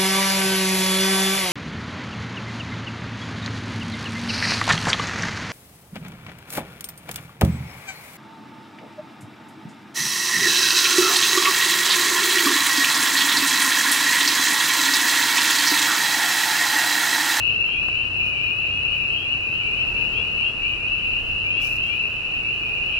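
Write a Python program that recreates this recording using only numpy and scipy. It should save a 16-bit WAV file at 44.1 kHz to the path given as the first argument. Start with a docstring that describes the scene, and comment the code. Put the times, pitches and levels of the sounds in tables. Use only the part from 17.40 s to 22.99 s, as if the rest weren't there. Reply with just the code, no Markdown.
"""A wet field at dusk. From the start, hundreds of spring peepers overlap, loosely in step, each peep
a short rising whistle; far behind them the diesel engines of a drilling rig drone. In the first second
the hand-held camera's case ticks faintly and a sleeve brushes by. At 2 s one diesel revs up, thumps at
the top of its rev and settles by 3.5 s. Between 3 and 4 s come two soft gusts and a few more ticks.
Just after 4 s the sleeve swishes, and the frogs call on."""
import sys
import numpy as np
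from scipy import signal
from scipy.fft import rfft, irfft
from scipy.io import wavfile

SR = 44100
rng = np.random.default_rng(int(sys.argv[2]) if len(sys.argv) > 2 else 0)


def waveform_to_disk(signal):
    """Save audio, clipped to [-1, 1], as 16-bit WAV at the path in sys.argv[1]."""
    frames = np.transpose(np.atleast_2d(signal))
    scaled = np.clip(frames, -1, 1) * 32767
    samples = np.round(scaled).astype(np.int16)
    wavfile.write(sys.argv[1], SR, samples)


N = 246519
TIME = np.arange(N) / SR
FREQS = np.fft.rfftfreq(N, 1 / SR)
LEFT_LAG_S = 0.00023  # the field lies to the right, so the left microphone hears it later


def undb(db):
    """Decibels to gain."""
    return 10 ** (np.asarray(db) / 20)


def curves(table, at=TIME):
    """Breakpoint curves: each later column, joined by straight lines along the first."""
    points, *columns = np.transpose(table)
    return [np.interp(at, points, column) for column in columns]


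def unit(x):
    """Scale to rms 1."""
    return x / np.sqrt(np.mean(x ** 2))


def pan(db):
    """Left and right gains for a left-minus-right level, steady or a curve."""
    return undb(np.vstack([db, -db]) / 2)


def add(out, s, sound):
    """Mix a sound in at time s."""
    i = int(s * SR)
    a, b = max(i, 0), min(i + sound.shape[1], N)
    if b > a:
        out[:, a:b] += sound[:, a - i:b - i]


def walk(rate_hz):
    """Smooth random drift of rms 1."""
    return unit(irfft(rfft(rng.standard_normal(N)) * np.exp(-(FREQS / rate_hz) ** 2), N))


def noise(colour, width):
    """Coloured stereo noise of rms 1; width is the gain of side against mid."""
    hz, db = np.transpose(colour)
    gain = undb(np.interp(np.log(FREQS + 1), np.log(hz), db))
    mid, side = rfft(rng.standard_normal((2, N)))
    return unit(irfft(gain * np.array([mid + width * side, mid - width * side]), N))


def low_rumble(calm_db=-51):
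    """Light air rumbles; the lows swell with the diesel's thump at the top of its rev, then two gusts."""
    # rumble spectrum: (frequency [Hz], relative density [dB])
    rumble = [(12, -21.5), (26, 9.5), (42, 8.5), (54, -1.5), (75, -2.5), (200, -50)]
    # low swells, the diesel's thump and then two soft gusts: (time [s], half length [s], level [dB])
    swells = [(2.644, 0.22, -48), (3.3, .15, -44), (3.844, .25, -42.5)]
    strength = undb(calm_db) + sum(undb(db) * np.exp(-((TIME - s) / half) ** 2) for s, half, db in swells)
    return pan(-3.5) * noise(rumble, width=0.5) * strength


def distant_tone(phase, waver_db=2):
    """Moving air wavers a far tone's level, and its phase the more the higher it is."""
    mean_hz = phase[-1] / (2 * np.pi * TIME[-1])
    drift = mean_hz / 350 * walk(4)
    return np.sqrt(2) * undb(waver_db * walk(8)) * np.sin(phase + drift + 2 * np.pi * rng.random())


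def body_shadow(x):
    """The camera body delays and shades distant sound between its two microphone ports."""
    # port differences: (frequency [Hz], left behind right [rad], left minus right [dB])
    ports = [(0, 0, -1.8), (2000, 1.3, -3), (4000, 0.2, -2.5), (5600, 0, -1.5), (7000, 2.5, -1.3),
             (12400, 3.4, .5), (15500, 6.2, 1.7)]
    lag, pan_db = curves(ports, FREQS)
    delay = np.array([np.exp(-1j * lag), np.ones(len(lag))])
    return irfft(rfft(x) * pan(pan_db) * delay, N)


def rig(cruise_hz=33.5, full_hz=40, throb=0.12, strain_db=0.2841):
    """Diesel exhaust, generator hum and a fan roar that throbs with the engine and swells on the rev."""
    # diesel speed: (time [s], cycle rate [Hz])
    speed = [(0.0, 32.77), (0.09, 33.58), (0.54, 32.2), (1.04, 33.43), (1.99, 32.83), (2.38, 38.83),
             (2.55, 40.43), (2.83, 39.02), (3.43, 33.2), (3.56, 32.18), (5.59, 34.88)]
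    # exhaust harmonics: (multiple of the cycle rate, relative level [dB])
    exhaust = [(1, -2), (2, -2), (3, -1.5), (4, -12), (5, -14), (6, -17), (7, -15.5), (9, -15), (10, -19),
               (11, -16), (13, -23.5), (23, -21.5)]
    # fader for the drone of harmonics 3 and 4: (time [s], level [dB])
    drone = [(0, -34.5), (.33, -57), (.55, -41), (1.5, -42), (2.5, -49), (2.85, -42), (3.3, -50.5),
             (3.55, -41), (4.1, -42), (5.59, -52)]
    # generators at constant speed: (frequency [Hz], level [dB])
    generators = [(88, -56.5), (128, -51.5), (150, -58.5), (188, -59.5), (250, -61.5), (437, -59),
                  (1147, -61), (1484, -63.5)]
    # spectrum of fans and pumps: (frequency [Hz], relative density [dB])
    fans = [(15, -27), (45, 4), (110, 4), (200, -3), (440, -2.5), (650, -5), (950, -9), (1300, -6),
            (2000, -12), (3400, -19.5), (4600, -23), (6200, -27), (8000, -27.5), (10000, -32.5),
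            (15500, -38.5)]
    rate_hz = curves(speed)[0]
    phase = 2 * np.pi * np.cumsum(rate_hz) / SR
    load = np.clip((rate_hz - cruise_hz) / (full_hz - cruise_hz), 0, None) ** 2
    machinery_db = -44.5 + 2 * load
    thump_db = -49 + 5.5 * load
    drone_db = curves(drone)[0]
    note = 0
    for k, db in exhaust:
        whine_db = machinery_db + 1.5 + strain_db * k * load  # the whine brightens under load
        level_db = thump_db if k <= 2 else drone_db if k <= 4 else whine_db
        note = note + undb(db + level_db) * distant_tone(k * phase)
    hum = sum(undb(db - 0.1) * distant_tone(2 * np.pi * hz * TIME) for hz, db in generators)
    roar = noise(fans, width=0.64) * (1 + throb * np.sin(phase)) * undb(machinery_db + 4.4)
    return body_shadow(note + hum + roar)


def sleeve(attack_s=0.014, release_s=0.04, sag_db_per_s=20, trim_db=-3, grain_db=2):
    """Nylon slides in tiny catches; each stroke sets in quickly, slackens and stops."""
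    # sleeve strokes: (start [s], length [s], level [dB])
    strokes = [(0.844, 0.081, -54), (4.201, 0.2, -44), (4.235, 0.065, -46.5), (4.42, 0.17, -53.5)]
    # nylon swish spectrum: (frequency [Hz], relative density [dB])
    cloth = [(1500, -25), (4500, -6), (5450, 0), (5650, 5), (5900, -4), (7800, -10.5), (8600, -8),
             (10500, -8), (12000, -8), (14000, -8), (15500, -13)]
    envelope = 0
    for s, length, level_db in strokes:
        age = np.clip(TIME - s, 0, length)
        gate = np.minimum(age / attack_s, 1) * np.minimum((length - age) / release_s, 1)
        envelope = envelope + gate * undb(level_db - sag_db_per_s * age)
    return pan(-4.5) * noise(cloth, width=0.95) * envelope * undb(trim_db + grain_db * walk(150))


def case_ticks(ring_db=2, ring_t60=0.028, snap_db=-14, snap_t60=0.007):
    """The camera case ticks under the fingers: a bright snap, then a dull ring."""
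    # ticks: (time [s], level [dB], left minus right [dB])
    ticks = [(.288, -39, -2), (0.432, -36.5, 8), (.485, -29, 7), (.691, -48, 0), (3.032, -43, 2),
             (3.322, -43, -3), (3.815, -47, -8)]
    # case resonance: (frequency [Hz], relative density [dB])
    resonance = [(200, -1), (700, 2.5), (1150, 10), (1800, -6.5), (4000, -24.5), (15000, -42)]
    out = np.zeros((2, N))
    ring = noise(resonance, width=0.55)
    snap = rng.standard_normal((2, N))
    for s, db, pan_db in ticks:
        age = np.clip(TIME - s, 0, 0.1)
        tick = ring * undb(ring_db - 60 * age / ring_t60) + snap * undb(snap_db - 60 * age / snap_t60)
        out += pan(pan_db) * undb(db) * (TIME >= s) * tick
    return out


def woods(x, wet_db=-7.5, t60=0.18):
    """Trunks and ground scatter a short diffuse echo."""
    t = np.arange(SR // 2) / SR
    echo = rng.standard_normal((2, len(t))) * undb(-60 * t / t60)
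    echo /= np.sqrt(np.sum(echo ** 2, axis=1, keepdims=True))
    return x + undb(wet_db) * signal.fftconvolve(x, echo, axes=1)[:, :N]


def peep(length, start_hz, rise_hz, lag_s, bend=0.394):
    """One whistle: the pitch climbs and flattens as the vocal sac fills."""
    # faint overtones: (fifth [dB], octave [dB])
    overtones = (-32, -42.5)
    fifth, octave = undb(overtones)
    progress = np.linspace(0, 1, int(length * SR))
    pitch = start_hz + rise_hz * (progress + bend * progress * (1 - progress))
    phase = 2 * np.pi * (np.cumsum(pitch) / SR + rng.random() - pitch * np.array([[lag_s], [0]]))
    swell = np.abs(np.sin(np.pi * progress)) ** 0.46
    return swell * (np.sin(phase) + fifth * np.sin(1.5 * phase) + octave * np.sin(2 * phase))


def far_frogs(count=900, middle_hz=2705, spread_hz=335, rise_hz=205, length=0.125,
              wave_hz=4.42, crest_s=0.115, bunching=0.22, swell_s=0.037):
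    """The chorus bed: frogs of different size and distance, their calls drawn together into waves."""
    # the chorus as the camera turns from it: (time [s], level [dB], left minus right [dB])
    chorus = [(0, -23.5, 4), (2.8, -23.5, 3.5), (4.4, -24, 1.7), (4.85, -26, 0.5), (5.59, -23.5, 0.5)]
    # brief swells and lulls: (time [s], level change [dB])
    swells = [(.07, 3), (.42, 0.5), (.71, -1.5), (1.14, -1), (1.81, -3), (1.901, -0.5), (2.05, -2),
              (3.149, -4), (3.38, -3.5), (3.83, -2.5), (4.19, 2)]
    out = np.zeros((2, N))
    times = (np.arange(count) + rng.random(count)) / count * (N / SR + length) - length / 2
    omega = 2 * np.pi * wave_hz
    times -= bunching * np.sin(omega * (times - crest_s)) / omega
    # -1 is the largest, lowest frog, +1 the smallest; middling ones are commonest and loudest
    smallness = 2 * rng.beta(3, 3, count) - 1
    traits = np.clip(rng.standard_normal((count, 5)), -2, 2)
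    for s, small, (nearness, stretch, effort, side, bearing) in zip(times, smallness, traits):
        duration = length * np.exp(0.15 * stretch)
        rise = rise_hz * np.exp(0.14 * effort)
        start_hz = middle_hz + spread_hz * small - rise / 2
        level_db = -7 * small ** 2 - 3.6 * small + 1.5 * nearness
        call = peep(duration, start_hz, rise, LEFT_LAG_S + 0.00009 * bearing)
        add(out, s - duration / 2, undb(level_db) * pan(3 * side) * call)
    chorus_db, pan_db = curves(chorus)
    swell_db = sum(db * np.exp(-((TIME - s) / swell_s) ** 2) for s, db in swells)
    return unit(out) * undb(chorus_db + swell_db) * pan(pan_db)


def near_frogs(trim_db=1.8, typical_hz=2600.4, typical_rise_hz=239.5, lag_spread_s=0.00004):
    """Foreground peeps that stand out of the chorus, each from its own direction."""
    # peeps: (start [s], length [s], starting pitch [Hz], level [dB], left minus right [dB])
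    peeps = [(0.0, 0.17, 2599, -23, 14), (.07, 0.16, 2413, -31.5, 9), (.21, .12, 2575, -26.5, 27),
             (.23, 0.18, 2970, -37, 14), (.355, 0.16, 2525, -24.5, 15), (.743, 0.097, 2495, -27.5, 20),
             (.8, 0.15, 2400, -26.5, 6), (0.914, .11, 2318, -31.5, 6), (.99, 0.14, 2560, -23.5, 9.5),
             (1.243, 0.14, 2615, -25, 6), (1.26, 0.13, 3010, -45, 5), (1.422, 0.16, 2704, -26.5, 16),
             (1.58, 0.13, 2617, -25.5, 21), (1.62, .13, 2350, -33.5, 6), (1.69, 0.18, 2968, -32.5, 16),
             (1.844, 0.12, 2590, -27, 4), (2.207, 0.15, 2306, -29.5, 7), (2.365, 0.098, 2592, -24, 7),
             (2.56, 0.13, 2540, -24, 21.5), (2.722, 0.11, 3057, -39, 0), (2.992, 0.14, 2970, -37, 18),
             (2.997, .12, 2680, -33, 3), (3.19, 0.13, 2642, -28, 10), (3.21, 0.13, 2327, -30, 14.5),
             (3.446, 0.14, 2500, -26, 14), (3.58, .14, 2359, -36, 8), (3.645, .15, 2570, -27, 1.5),
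             (4.041, 0.13, 2360, -28.5, 8), (4.096, .14, 3028, -41, 1), (4.13, .13, 2562, -26, 20),
             (4.2, 0.12, 2294, -31, 8.5), (4.38, .18, 2960, -41.5, 4), (4.48, 0.13, 2329, -27.5, 25),
             (4.55, 0.12, 2542, -23.5, 5), (5.016, 0.11, 2264, -34, 8.5), (5.05, .11, 2513, -31, -7),
             (5.48, .14, 3010, -48, 4), (5.51, .12, 2530, -27.5, -1)]
    out = np.zeros((2, N))
    for s, length, hz, level_db, pan_db in peeps:
        lag_s = LEFT_LAG_S + lag_spread_s * rng.standard_normal()
        rise_hz = typical_rise_hz * (hz / typical_hz) ** 2.1  # small, high frogs climb further
        add(out, s, undb(level_db + trim_db) * unit(pan(pan_db)) * peep(length, hz, rise_hz, lag_s))
    return out


def scene():
    """Frogs in front, the rig behind, a low rumble beneath and handling at the microphone."""
    return woods(near_frogs() + far_frogs()) + rig() + low_rumble() + sleeve() + case_ticks()


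def record(dry, cutoff_hz=15700):
    """The camera cuts the top of the treble."""
    return signal.sosfilt(signal.ellip(10, 0.2, 80, cutoff_hz, fs=SR, output="sos"), dry)


dry = scene()
out = record(dry)
waveform_to_disk(out)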